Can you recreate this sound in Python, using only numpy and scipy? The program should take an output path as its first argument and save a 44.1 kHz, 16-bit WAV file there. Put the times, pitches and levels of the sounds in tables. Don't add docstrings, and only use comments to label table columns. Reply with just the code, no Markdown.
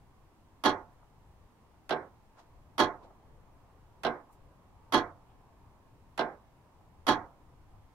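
import sys
import numpy as np
from scipy import signal
from scipy.fft import rfft, irfft
from scipy.io import wavfile
from scipy.ndimage import uniform_filter1d

SR = 44100
rng = np.random.default_rng(int(sys.argv[2]) if len(sys.argv) > 2 else 0)


def convert_level_to_amplitude(level_db):
    exponent = np.asarray(level_db, float) / 20
    return 10 ** exponent


def transcribe(signal):
    frames = np.atleast_2d(signal).T
    limited = np.clip(frames, -1, 1)
    pcm = np.round(limited * 32767).astype(np.int16)
    wavfile.write(sys.argv[1], SR, pcm)


N = 350137

# [t/s, level/dB]
HEAVY_BEATS = [(0.637, -25), (2.7795, -25.5), (4.9223, -25), (7.0665, -25.5)]
# [delay/s, strength/dB]
HEAVY_BLOWS = [
    (0, -21.5),
    (.011, -6.5),
    (0.0154, -4.5),
    (.021, 2.5),
    (.031, -12.5),
    (0.056, -11.5),
]
# [f/Hz, density/dB per Hz]
HEAVY_TOUCH = [(88, -42.5), (150, -15.5), (1200, -3), (2760, -17), (3350, -7.5), (3760, -18.5),
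               (5990, -21.5), (6470, -22), (7130, -29), (10700, -19), (15500, -37)]
# [f/Hz, density/dB per Hz]
HEAVY_BODY = [(20, -6), (100, -9), (190, -16.5), (260, -5.5), (1000, -7), (1700, -11.5), (2500, -19.5),
              (3400, -18), (4400, -19), (4850, -28), (5800, -20.5), (8100, -33.5), (10900, -30.5),
              (15500, -52)]
# [f/Hz, level/dB]
HEAVY_FRAME = [(234, -5), (266, -5), (291, -2), (310, -6), (336, -1), (361, -6), (381, -4), (474, -7),
               (610, -2), (690, -8), (736, -4), (759, -3), (856, 0), (875, -3), (1040, 0), (1069, -8),
               (1085, -7), (1130, -7), (1248, -11), (1266, -9), (1444, -11), (1462, -12), (1569, -13),
               (1612, -10), (1650, -11), (1669, -9), (1697, -11), (1719, -12), (146, -10), (2020, -18)]
# [f/Hz, level/dB]
HEAVY_WHEELS = [(2943, -12), (3001, -14), (3171, -10), (3278, 0), (3417, -11), (3476, -12), (3600, -14),
                (3663, -12), (3786, -11), (3849, -13), (4013, -9), (4142, -12), (4264, -9), (4348, -7),
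                (4557, -14), (5303, -14), (3324, 0)]
# [touch/dB, body/dB, frame/dB, wheels/dB, treble let go sooner/s]
HEAVY_MIX = (1.5, 3, 11.5, 1, 0)


def heavy_pallet():
    return pallet(HEAVY_BEATS, HEAVY_BLOWS, HEAVY_TOUCH, HEAVY_BODY, HEAVY_FRAME, HEAVY_WHEELS, HEAVY_MIX)


# [t/s, level/dB]
LIGHT_BEATS = [(1.8919, -36), (4.0333, -35.5), (6.1764, -35.5)]
# [delay/s, strength/dB]
LIGHT_BLOWS = [
    (0, -16.5),
    (0.0151, 3),
    (.020, -9.5),
    (.032, 0.5),
    (.070, -10),
]
# [f/Hz, density/dB per Hz]
LIGHT_TOUCH = [(88, -33), (150, -16), (595, -4.5), (1450, -7.5), (3980, -20), (4750, -24), (5440, -24),
               (6600, -27), (9540, -25), (10700, -24.5), (13000, -32), (15500, -62)]
# [f/Hz, density/dB per Hz]
LIGHT_BODY = [(20, -8), (100, -18.5), (190, -11), (300, 0), (1000, -6), (1700, -9), (2500, -17.5),
              (3400, -13.5), (4200, -19), (4850, -23), (5450, -19), (6600, -37), (10900, -37.5),
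              (15500, -81)]
# [f/Hz, level/dB]
LIGHT_FRAME = [(311, -5), (380, 0), (436, -4), (486, -5), (502, -6), (563, -4), (583, -3), (615, -7),
               (649, -4), (666, -3), (685, -3), (704, -5), (735, -2), (812, -9), (855, -2), (876, -1),
               (900, -9), (1039, -3), (1083, -5), (1100, -10), (1222, -10), (1439, -11), (1462, -10),
               (1494, -10), (1550, -12), (1572, -9), (1591, -6), (1610, -7), (150, -12), (236, -6)]
# [f/Hz, level/dB]
LIGHT_WHEELS = [(2619, -8), (2845, -5), (2972, -7), (3063, -8), (3179, -7), (3278, -4), (3332, -3),
                (3565, -5), (3649, -9), (3727, -9), (3849, -9), (4012, 0), (4083, -9), (4210, -13),
                (4351, -10), (5342, -13)]
# [touch/dB, body/dB, frame/dB, wheels/dB, treble let go sooner/s]
LIGHT_MIX = (5.5, 5.5, 15.5, 2.5, 0.04)


def light_pallet():
    return pallet(LIGHT_BEATS, LIGHT_BLOWS, LIGHT_TOUCH, LIGHT_BODY, LIGHT_FRAME, LIGHT_WHEELS, LIGHT_MIX)


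TOUCH_RISE_S, BRIGHT_HZ = 0.0017, 6500
DULLING_DB_PER_S, SHARP_FOR_S = 300, 0.014
BLOW_JITTER_S, BLOW_JITTER_DB = 0.00008, 1.3


def pallet(beats, blows, touch_colour, body_colour, frame, wheels, levels, play=0.48):
    touch_db, body_db, frame_db, wheels_db, sooner_s = levels
    touch = dense(touch_colour, 5.2, 0.52)
    touch = touch + 0.3 * dense(touch_colour, 0.86, 1.4)
    touch = touch * (1 - np.exp(-np.arange(touch.shape[1]) / SR / TOUCH_RISE_S))
    body = dense(body_colour, 0.94, 0.7)
    body = body + 1.4 * dense(body_colour, 4.4, 0.41)
    rings = convert_level_to_amplitude(frame_db) * ring(frame, blows, 0.55, 0.8)
    rings = rings + convert_level_to_amplitude(wheels_db) * ring(wheels, blows, 0.75, 0.8)
    treble = signal.butter(2, BRIGHT_HZ, "high", fs=SR, output="sos")
    out = np.zeros((2, N))
    for s, db in beats:
        loose_ring = 0.3 * convert_level_to_amplitude(frame_db) * ring(frame, blows, 0.91, 3.22)
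        beat = convert_level_to_amplitude(touch_db) * touch + rings + loose_ring
        struck = convert_level_to_amplitude(body_db) * (body + play * dense(body_colour, 0.75, 1.9))
        bright = signal.sosfilt(treble, struck)
        wobble = rng.standard_normal((len(blows), 2))
        for (delay_s, blow_db), (late, hard) in zip(blows, wobble):
            dulled = 1 - convert_level_to_amplitude(-DULLING_DB_PER_S * max(delay_s - SHARP_FOR_S, 0))
            blow = convert_level_to_amplitude(blow_db + BLOW_JITTER_DB * hard) * (struck - dulled * bright)
            add(beat, delay_s + BLOW_JITTER_S * late, blow)
        add(out, s, convert_level_to_amplitude(db) * suppressed(beat, sooner_s))
    return out


# [f/Hz, t60/s, rise/s]
LOFT = [(30, 0.28, 0.029), (150, 0.34, 0.01), (302, 0.36, 0.011), (607.6, 0.4, 0.0044),
        (1000, 0.39, 0.0017), (2113, 0.32, 0.005), (2970, 0.22, 0.0009), (4900, 0.38, 0.00045),
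        (7980, 0.12, .0005), (15000, 0.15, .0005)]
# [f/Hz, left minus right/dB]
BEAT_PAN = [(60, -5.5), (200, -6), (700, -5.5), (1700, -4), (3000, -9), (4300, -6.5), (5600, 0),
            (9000, -.5), (14000, 3)]
# [f/Hz, correlation/1]
BEAT_SAME = [(60, 0.66), (120, 0.83), (240, 0.96), (480, 0.94), (950, 0.8), (1600, 0.05), (3770, 0.02),
             (7520, 0.04), (15000, 0.04)]


def dense(colour, damping, rise_factor):
    size = 2 ** 14
    hz, t = np.fft.rfftfreq(size, 1 / SR), np.arange(size) / SR
    z = pair(hz.shape, hz, BEAT_SAME, BEAT_PAN) * convert_level_to_amplitude(read(colour, hz))
    out = np.zeros((2, size))
    for centre_hz in 2 ** np.arange(4.5, 14.6, 0.5):
        share = np.clip(1 - 2 * abs(np.log2(hz / centre_hz + 1e-9)), 0, 1)
        age = lagged(t, centre_hz)
        rise = 1 - np.exp(-age / (rise_factor * read(LOFT, centre_hz, column=2)))
        fall = convert_level_to_amplitude(-60 * damping * age / read(LOFT, centre_hz))
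        out += irfft(z * share) * rise * fall
    return out / np.sqrt(np.mean(out[:, :2000] ** 2))


def ring(modes, blows, slowness, scatter):
    hz, db = np.transpose(modes)[:, :, None]
    t60, t = slowness * read(LOFT, hz), np.arange(2 ** 14) / SR
    rise_s = 0.32 * read(LOFT, hz, column=2)
    hardest_s = max(blows, key=lambda blow: blow[1])[0]
    sign, slip, spread = rng.standard_normal((len(modes), 3)).T[:, :, None]
    phase = 2 * np.pi * hz * (t - hardest_s) + np.pi * (sign > 0) + scatter * slip
    spread = spread * np.arccos(np.clip(read(BEAT_SAME, hz), -1, 1))
    energy = 0
    for delay_s, blow_db in blows:
        age = lagged(t - delay_s, hz)
        swell = convert_level_to_amplitude(blow_db - 60 * age / t60) * (1 - np.exp(-age / rise_s))
        energy = energy + swell ** 2
    swing, lean = convert_level_to_amplitude(db) * np.sqrt(energy / t60), convert_level_to_amplitude(read(BEAT_PAN, hz) / 2)
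    sides = [swing * lean ** side * np.sin(phase + side * spread / 2) for side in (1, -1)]
    out = np.array([side.sum(0) for side in sides])
    return out / np.sqrt(np.mean(out[:, :3000] ** 2))


FLOOR_LAG_S, FLOOR_HZ = 0.016, 175


def lagged(t, hz):
    return np.maximum(t - FLOOR_LAG_S / (1 + (hz / FLOOR_HZ) ** 6), 0)


# [f/Hz, cut/dB]
TAIL_CUT = [(100, -4), (380, 11.5), (1000, 2.5), (2100, 29), (2600, 21), (4500, 28.5), (6800, 16),
            (10000, 5)]
SPLIT_HZ, STEP_S = 2400, 0.011
BASS_HOLD_S, BASS_WARNING_S, BASS_FIRST_SHARE = 0.2, 0.048, 0.15
TREBLE_HOLD_S, TREBLE_WARNING_S, TREBLE_FIRST_SHARE = 0.12, 0.028, 0.48
SOONER_S_PER_OCTAVE = 0.015


def suppressed(beat, sooner_s):
    hz, t = np.fft.rfftfreq(2 ** 15, 1 / SR), np.arange(beat.shape[1]) / SR
    z, out = rfft(beat, 2 ** 15), 0
    for k, (band_hz, cut_db) in enumerate(TAIL_CUT):
        if band_hz < SPLIT_HZ:
            hold, warning, first = BASS_HOLD_S, BASS_WARNING_S, BASS_FIRST_SHARE
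        else:
            hold = TREBLE_HOLD_S - SOONER_S_PER_OCTAVE * np.log2(band_hz / SPLIT_HZ) - sooner_s
            warning, first = TREBLE_WARNING_S, TREBLE_FIRST_SHARE
        share = read([(row[0], j == k) for j, row in enumerate(TAIL_CUT)], hz)
        early = first * (1 + np.tanh((t - hold + warning) / STEP_S))
        late = (1 - first) * (1 + np.tanh((t - hold) / STEP_S))
        out = out + irfft(z * share)[:, :len(t)] * convert_level_to_amplitude(-cut_db * (early + late) / 2)
    return out


# [t/s, level/dB, fall/s, centre f/Hz, width/octaves]
SCUFFS = [(.93, -81, .02, 9000, 1.05), (1.03, -61, .013, 890, .48), (2.39, -56, 0.029, 750, .9),
          (2.395, -65, 0.021, 3400, 0.99), (3.04, -69, 0.02, 3200, .95), (3.042, -54, 0.047, 497, 0.9),
          (3.11, -57.5, 0.013, 824, 0.52), (4.331, -69, 0.017, 9000, 1.2), (4.3, -59, 0.018, 1000, 0.24),
          (5.299, -78, .047, 2900, .34), (7.748, -62, 0.029, 890, 0.45)]
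SCUFF_RISE = 0.7


def scuffs():
    out, hz = np.zeros((2, N)), np.fft.rfftfreq(8192, 1 / SR)
    t = (np.arange(8192) - 4096) / SR
    for s, db, fall_s, centre_hz, octaves in SCUFFS:
        colour = convert_level_to_amplitude(-6 * (np.log2(hz / centre_hz + 1e-9) / octaves) ** 2)
        noise = evened(irfft(pair(hz.shape, hz, HUM_SAME, HUM_PAN) * colour))
        swell = np.exp(-abs(t) / np.where(t < 0, SCUFF_RISE * fall_s, fall_s))
        add(out, s + t[0], convert_level_to_amplitude(db) * noise * swell)
    return out


# [t/s, nearness/dB]
TRAFFIC = [(0, 0), (.6, 0), (2.4, 0.5), (3, 5.5), (3.4, 4), (3.9, 1.5), (4.5, 3.5), (5.2, 3.5), (5.8, 1),
           (6.5, 2), (7.2, 3.5), (7.94, 0.5)]
# [f/Hz, density/dB per Hz]
HUM = [(9, -30.5), (15, -4.5), (32, -2), (54, -8), (81, -3), (134, -7.5), (170, -12), (300, -14),
       (575, -20.5), (972, -17), (1400, -28), (2200, -31), (4000, -37.5), (16000, -45)]
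# [f/Hz, left minus right/dB]
HUM_PAN = [(60, 3), (180, 0), (550, 0.5), (1650, -3.5), (4970, 0), (15000, -1.0)]
# [f/Hz, correlation/1]
HUM_SAME = [(60, 0.86), (150, 0.93), (380, 0.66), (950, 0.76), (2380, -0.06), (5980, -0.15), (15000, 0.095)]
HUM_DB, TYRES_DB = -59.5, 0.86
HUM_FOLLOWS, RUMBLE_FOLLOWS, TYRES_FOLLOW = -0.15, 0.9, 0.96


def traffic():
    frames, hz = N // 512 + 5, np.fft.rfftfreq(2048, 1 / SR)
    near_db = np.interp(np.arange(frames) * 512 / SR, *np.transpose(TRAFFIC))[:, None]
    lumps = uniform_filter1d(rng.standard_normal((frames, len(hz))), 12, 0)
    lumps = evened(uniform_filter1d(lumps, 10, 1))
    rumble = 1 / (1 + (hz / 160) ** 4)
    tyres = np.exp(-np.log2(hz / 800 + 1e-9) ** 2 / 1.3)
    colour = convert_level_to_amplitude(read(HUM, hz))
    z = pair((frames, len(hz)), hz, HUM_SAME, HUM_PAN) * colour / np.linalg.norm(colour)
    swell_db = near_db * (HUM_FOLLOWS + rumble * RUMBLE_FOLLOWS + tyres * TYRES_FOLLOW)
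    lumps_db = (0.52 + 1.7 * rumble + 0.72 * tyres) * lumps
    z *= convert_level_to_amplitude(HUM_DB + TYRES_DB * tyres + swell_db + lumps_db)
    return signal.istft(z.swapaxes(1, 2), nperseg=2048, noverlap=1536)[1][:, :N]


def pair(shape, hz, same, pan):
    a, b, c, d = np.moveaxis(rng.standard_normal(shape + (4,)), -1, 0)
    shared, own = a + 1j * b, c + 1j * d
    like, lean = np.clip(read(same, hz), -1, 1), convert_level_to_amplitude(read(pan, hz) / 2)
    return np.array([shared * lean, (like * shared + np.sqrt(1 - like ** 2) * own) / lean])


def evened(x):
    return x / np.sqrt(np.mean(x ** 2) + 1e-20)


def read(points, hz, column=1):
    table = np.transpose(points)
    return np.interp(np.log(hz + 1), np.log(table[0] + 1), table[column])


def add(mix, s, sound):
    part = mix[:, round(s * SR):][:, :sound.shape[1]]
    part += sound[:, :part.shape[1]]


def scene():
    return convert_level_to_amplitude(-11.5) * (heavy_pallet() + light_pallet()) + traffic() + scuffs()


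def top_cut(x):
    return signal.sosfilt(signal.butter(12, 16450, fs=SR, output="sos"), x)


def record(dry):
    lowpass = signal.firwin(127, 15850, fs=SR)[None]
    limited = signal.oaconvolve(dry, lowpass, "same")
    return top_cut(limited)


dry = scene()
out = record(dry)
transcribe(out)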